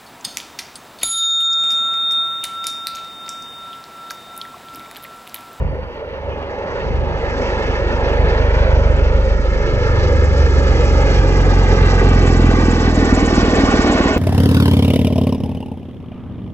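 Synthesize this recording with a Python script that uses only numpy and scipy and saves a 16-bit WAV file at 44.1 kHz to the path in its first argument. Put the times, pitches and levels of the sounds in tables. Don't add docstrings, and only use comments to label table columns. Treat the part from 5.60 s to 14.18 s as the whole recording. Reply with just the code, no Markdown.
import sys
import numpy as np
from scipy import signal
from scipy.fft import rfft, irfft, next_fast_len
from scipy.io import wavfile
from scipy.ndimage import uniform_filter1d

SR = 44100
rng = np.random.default_rng(int(sys.argv[2]) if len(sys.argv) > 2 else 0)


def master(y):
    cut = np.clip(np.atleast_2d(y).T, -1, 1)
    pcm = np.round(cut * 32767)
    wavfile.write(sys.argv[1], SR, pcm.astype(np.int16))


N = 378378

# (time [s], rate [Hz])
BLADE_RATE = [(0.0, 23.78), (0.6, 23.91), (1.2, 24.02), (1.8, 24.02), (2.4, 24.01), (3.0, 24.12),
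              (3.6, 24.21), (4.2, 24.05), (4.8, 23.65), (5.4, 22.98), (6.0, 22.43), (6.5, 21.6),
              (7.0, 20.75), (7.5, 20.02), (8.0, 19.31), (8.58, 18.55)]
# (time [s], level [dB])
THUMP_LEVEL = [(0.0, -15.5), (0.38, -39), (0.6, -34), (0.69, -26), (0.95, -37), (1.24, -28), (1.27, -20.5),
               (1.48, -18), (1.58, -24.5), (2.53, -16.5), (2.65, -9.5), (2.67, -14), (3.23, -9.5),
               (4.18, -15.5), (4.54, -11), (6.79, -9.5), (7.22, -14), (7.38, -14), (8.03, -17), (8.2, -17),
               (8.24, -19), (8.58, -19)]
# (time [s], level [dB], level of the top hiss relative to the roar [dB])
ROAR_LEVEL = [(0, -39, -36.5), (.3, -39.5, -31.5), (.8, -35.5, -30.5), (1.2, -31.5, -24), (1.5, -32, -28),
              (1.8, -28, -18), (2.2, -28.5, -21), (2.7, -26.5, -24), (3.2, -28, -22.5), (3.7, -31.5, -16.5),
              (4.4, -28.5, -15.5), (4.8, -27.5, -11.5), (5.3, -25, -13), (5.9, -25, -14.5), (6.4, -23, -16),
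              (6.8, -25, -15), (7.6, -23.5, -15.5), (8, -22.5, -15.5), (8.3, -22, -18), (8.58, -24, -19.5)]
HEAD_ON_HZ, ABEAM_HZ = 24.05, 18.55


def rotors(turns, hz):
    # (time [s], lag [blade periods])
    lag_curve = [(0, 0.37), (1.1, 0.26), (1.3, 0.045), (2.3, 0.064), (3.2, 0.03), (4, 0.16), (4.9, 0.35),
                 (5.7, 0.49), (6.2, 0.54), (8.58, 0.45)]
    # (time [s], width [ms])
    first_width = [(0, 2.5), (.9, 2.1), (1.3, 1.6), (2, 2.5), (3, 1.9), (4, 1.5), (5, 1.82), (6, 1.28),
                   (7, .8), (8, 0.57), (8.58, .46)]
    # (time [s], rotor heard second [ms], rotor heard first [ms])
    extra_path = [(0, 2.7, 2.2), (2, 1.6, 3.2), (3.5, 2.7, 2.9), (5, 2.7, 3.07), (6.6, 2.54, 3.1),
                  (7.8, 2.76, 3.45), (8.58, 3.1, 3.43)]
    second_head_on_db, second_change_db = 2.5, -20
    second_head_on_ms, second_abeam_ms = 2.18, 0.79

    shifted_turns = turns + 0.0023 * walk(30)
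    lag = curves(lag_curve)[0] + 0.004 * walk(22)
    first = bumps(shifted_turns, hz, curves(first_width)[0], scatter_db=2.0)
    second_width_ms = second_head_on_ms * (second_abeam_ms / second_head_on_ms) ** abeam()
    second = bumps(shifted_turns - lag, hz, second_width_ms, scatter_db=1.2)
    second = second * undb(second_head_on_db + second_change_db * abeam() ** 2.7)

    second_ms, first_ms = curves(extra_path)
    pair = ground(first, first_ms, gain=0.76, dull_hz=600.0)
    pair = pair + ground(second, second_ms, gain=0.44, dull_hz=930.0)
    pair = pair + .45 * butter(delay(pair, 13.2), 40., "low", order=1)
    resonance = signal.iirpeak(40., .8, fs=SR)[1]
    pair = signal.lfilter([1, -2, 1], resonance, pair)

    bass = butter(pair, 130., "low", order=2)
    bass_rms = np.sqrt(uniform_filter1d(bass ** 2, SR // 4) + 1e-9)
    return pair / bass_rms * undb(curves(THUMP_LEVEL)[0])


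def bumps(turns, hz, width_ms, scatter_db):
    whole = np.round(turns)
    sizes = undb(scatter_db * rng.standard_normal(N // 1000))
    offset_ms = (turns - whole) / hz * 1000
    return sizes[whole.astype(int) + 1] * np.exp(-.5 * (offset_ms / width_ms) ** 2)


def roar(turns, chop):
    # (frequency [Hz], density [dB per Hz])
    colour_curve = [(88, -44), (150, -12), (184, -9), (258, -2.5), (320, -7), (430, -2.5), (560, 2.5),
                    (630, -4), (700, -13.5), (873, -9), (1050, -13.5), (1310, -12.5), (1720, -13),
                    (2300, -19), (3560, -26.5), (4600, -27), (5920, -32.5), (7640, -42), (8600, -50),
                    (11200, -92), (18900, -120)]
    # (frequency [Hz], offset [dB], share of the change in the hiss [ratio], gain abeam [dB])
    clearing = [(246, 1.5, 0.34, 3), (437, -1, -0.19, -7), (850, -3.5, -0.37, 3), (1460, -1, 0.088, -3),
                (2800, -1, -0.093, -0.5), (6160, -1.5, 0.75, 2.8)]
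    # (time [s], level [dB])
    surges = [(0, 0), (.9, 0), (1.5, -1), (1.9, 2), (2.35, 0.5), (3, 1.5), (3.5, 0), (4.2, 1.5),
              (5.5, -1.5), (6.1, -0.5), (7.2, 0), (7.7, -0.5), (8.3, 2.5), (8.58, 1.5)]
    surge_hz, surge_octaves = 1800, .7
    hiss_reference_db, swells_per_s = -15, 32

    roar_db, hiss_db = curves(ROAR_LEVEL)
    surge_db = curves(surges)[0]
    at_hz, *columns = np.transpose(clearing)
    side_on = abeam()

    size = next_fast_len(N)
    f = np.fft.rfftfreq(size, 1 / SR) + 1e-9
    colour_hz, colour_db = np.transpose(colour_curve)
    noise = rfft(rng.standard_normal((3, size))) * undb(np.interp(np.log(f), np.log(colour_hz), colour_db))
    middle = noise[:, (f > 620) & (f < 1150)]
    noise = noise / np.sqrt(2 / 3 * np.sum(np.abs(middle) ** 2)) * size

    swish = chop * undb(2.1 * walk(12)) * np.cos(2 * np.pi * (turns - .52))
    swell = walk(swells_per_s)
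    out = 0
    for step in range(-3, 10):
        hz = 350 * 2 ** (step / 2)
        place = np.log2(f / 350) * 2 - step
        band = irfft(noise * np.cos(np.pi / 2 * np.clip(place, -1, 1)) ** 2, size)[:, :N]
        offset, follow, gain = (np.interp(np.log(hz), np.log(at_hz), c) for c in columns)
        moves = roar_db + offset + follow * (hiss_db - hiss_reference_db) + gain * side_on
        moves = moves + surge_db * np.exp(-.5 * (np.log2(hz / surge_hz) / surge_octaves) ** 2)
        high = np.clip(np.log2(hz / 1500) / 10.3, 0, 1)
        shimmer = (.4 + 1.1 * high) * swell + (.9 + .6 * high) * walk(30)
        out = out + band * undb(moves + shimmer) * np.exp(swish * high ** 0.75)
    return out


def tips(turns):
    head_on_db, gain_abeam_db = -13.5, 16
    late_turns = turns - .55 + .05 * walk(40)
    puffs = .25 + bumps(late_turns, curves(BLADE_RATE)[0], width_ms=8, scatter_db=3.5)
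    hiss = rng.standard_normal((3, N))
    for _ in range(2):
        hiss = ring(hiss, 7250.0, 1400.0)
    return unit(puffs * hiss) * undb(sum(curves(ROAR_LEVEL)) + head_on_db + gain_abeam_db * abeam())


def whine():
    level_db, ends_s, fade_s = -58.5, 0.42, .1
    gate = np.clip((ends_s - np.arange(N) / SR) / fade_s, 0, 1)
    return unit(ring(rng.standard_normal(N), 4740., 35.)) * undb(level_db) * gate


def buffet():
    # (time [s], level relative to the thumps [dB])
    rumble = [(0, -6), (1.2, -5.5), (3, -14.5), (4.2, -12.5), (7, -17), (8.58, -13)]
    low = butter(rng.standard_normal((3, N)), [28, 140], "band", order=2)
    return unit(low) * undb(curves(THUMP_LEVEL)[0] + curves(rumble)[0])


def microphone():
    # (time [s], level [dB])
    hiss_floor = [(0, -68), (1.5, -75), (4, -76), (5.5, -77.5), (8.58, -83)]
    # (time [s], noise level at onset [dB])
    tick_list = [(0.3456, -57), (1.3613, -51)]
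    decay_ms = 1.5
    t = np.arange(N) / SR
    gate = sum(undb(db) * np.exp(-np.abs(t - s) * 1000 / decay_ms) * (t >= s) for s, db in tick_list)
    ticks = gate * rng.standard_normal(N)
    hiss = undb(curves(hiss_floor)[0]) * rng.standard_normal((2, N))
    return butter(hiss + ticks, 3000., "high", order=1)


def ground(x, ms, gain, dull_hz):
    wander_ms = .015
    return x + gain * butter(delay(x, ms + wander_ms * walk(3.2)), dull_hz, "low", order=1)


def reflect(pair):
    # (time [s], extra path [ms], gain [ratio], wander in the long, uneven air [ms])
    ground_copy = [(0, 2.07, .18, .1), (2.2, 2.1, .35, .09), (3.3, 2.11, .22, .05), (3.8, 2.15, .5, .02),
                   (5.2, 2.31, .5, .025), (6.5, 2.46, .65, .02), (7.5, 2.56, .68, .02),
                   (8.58, 2.66, .72, .02)]
    # (time [s], extra path [ms], gain [ratio])
    early_copy = [(0, 0.91, 0.16), (2.6, 1.04, 0.19), (3.2, 1.16, 0.15), (4, 1.71, 0.18), (5.1, 1.58, 0.12),
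                  (5.8, 0.97, 0.16), (8.58, 0.91, 0.055)]
    skew_ms = 0.042
    ms, gain, wander_ms = curves(ground_copy)
    early_ms, early_gain = curves(early_copy)
    ms = ms + wander_ms * walk(5)
    copies = []
    for x, side in zip(pair, (1, -1)):
        from_ground = gain * delay(x, ms + side * skew_ms)
        copies.append(from_ground + early_gain * delay(x, early_ms))
    return pair + butter(np.array(copies), 2500, "low", order=2)


def ports(common, left_only, right_only):
    # (frequency [Hz], left minus right [dB])
    balance = [(40, -1.5), (200, -1), (506, -1), (900, -2), (1100, -3), (1500, -2.5), (2060, -2.5),
               (2800, 2), (4000, -2), (5750, -10.5), (6050, -4.5), (7340, -2), (9190, 1.5)]
    # (frequency [Hz], lead of the left port [rad])
    phase_lead = [(0, 0), (350, .3), (700, .55), (950, .75), (1250, 1.6), (1700, 2.1), (2300, 1.7),
                  (3000, 2.4), (3900, 2.3), (4500, 2.8), (5300, 3.9), (6000, 5.5), (7300, 6.4), (8050, 8.8),
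                  (9000, 10)]
    # (frequency [Hz], share of power in common [0-1])
    common_share = [(0, 1), (200, .96), (500, .99), (1000, .95), (2000, .88), (4000, .78), (6000, .72),
                    (9000, .62)]
    size = next_fast_len(N)
    f = np.fft.rfftfreq(size, 1 / SR)
    balance_db, lead, share = (np.interp(f, *np.transpose(c)) for c in (balance, phase_lead, common_share))
    out = []
    for side, own in ((1, left_only), (-1, right_only)):
        mix = np.sqrt(share) * rfft(common, size) + np.sqrt(1 - share) * rfft(own, size)
        shaded = mix * undb(side * balance_db / 2) * np.exp(.5j * side * lead)
        out.append(irfft(shaded, size)[:N])
    return np.array(out)


def abeam():
    return np.clip((HEAD_ON_HZ - curves(BLADE_RATE)[0]) / (HEAD_ON_HZ - ABEAM_HZ), 0, 1)


def walk(rate):
    k = int(SR / rate)
    held = np.repeat(rng.standard_normal(N // k + 1), k)
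    return 1.96 * uniform_filter1d(uniform_filter1d(held, k), k)[:N]


def delay(x, ms):
    return np.interp(np.arange(N) - ms * SR / 1000, np.arange(N), x)


def ring(x, hz, width_hz):
    return signal.lfilter(*signal.iirpeak(hz, hz / width_hz, fs=SR), x)


def butter(x, hz, kind, order):
    return signal.sosfilt(signal.butter(order, hz, kind, fs=SR, output="sos"), x)


def curves(table):
    s, *columns = np.transpose(table)
    return [np.interp(np.arange(N) / SR, s, c) for c in columns]


def undb(db):
    return 10 ** (np.asarray(db) / 20)


def unit(x):
    return x / np.sqrt(np.mean(x ** 2))


def scene():
    hz = curves(BLADE_RATE)[0]
    turns = np.cumsum(hz) / SR + .822
    chop_head_on, chop_abeam = 0.36, 0.29
    roar_rows = roar(turns, chop_head_on + (chop_abeam - chop_head_on) * abeam())
    shake, shake_left, shake_right = buffet()
    coherent = shake + whine() + rotors(turns, hz)
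    still = np.zeros(N)
    aircraft = reflect(ports(*roar_rows)) + ports(*tips(turns))
    return aircraft + ports(coherent, still, still) + [shake_left, shake_right]


def record(dry):
    lifted = dry + 0.28 * ring(dry, 5960.0, 300.0) - 0.08 * ring(dry, 4000.0, 510.0)
    soft = np.clip(np.tanh(0.7 * lifted) / 0.73, -1, 1)

    def cut(x, hz):
        return signal.sosfilt(signal.ellip(8, .3, 60, hz, fs=SR, output="sos"), x)

    air_hz, top_hz = 8500, 15700
    return cut(cut(soft, air_hz) + microphone(), top_hz)


dry = scene()
out = record(dry)
master(out)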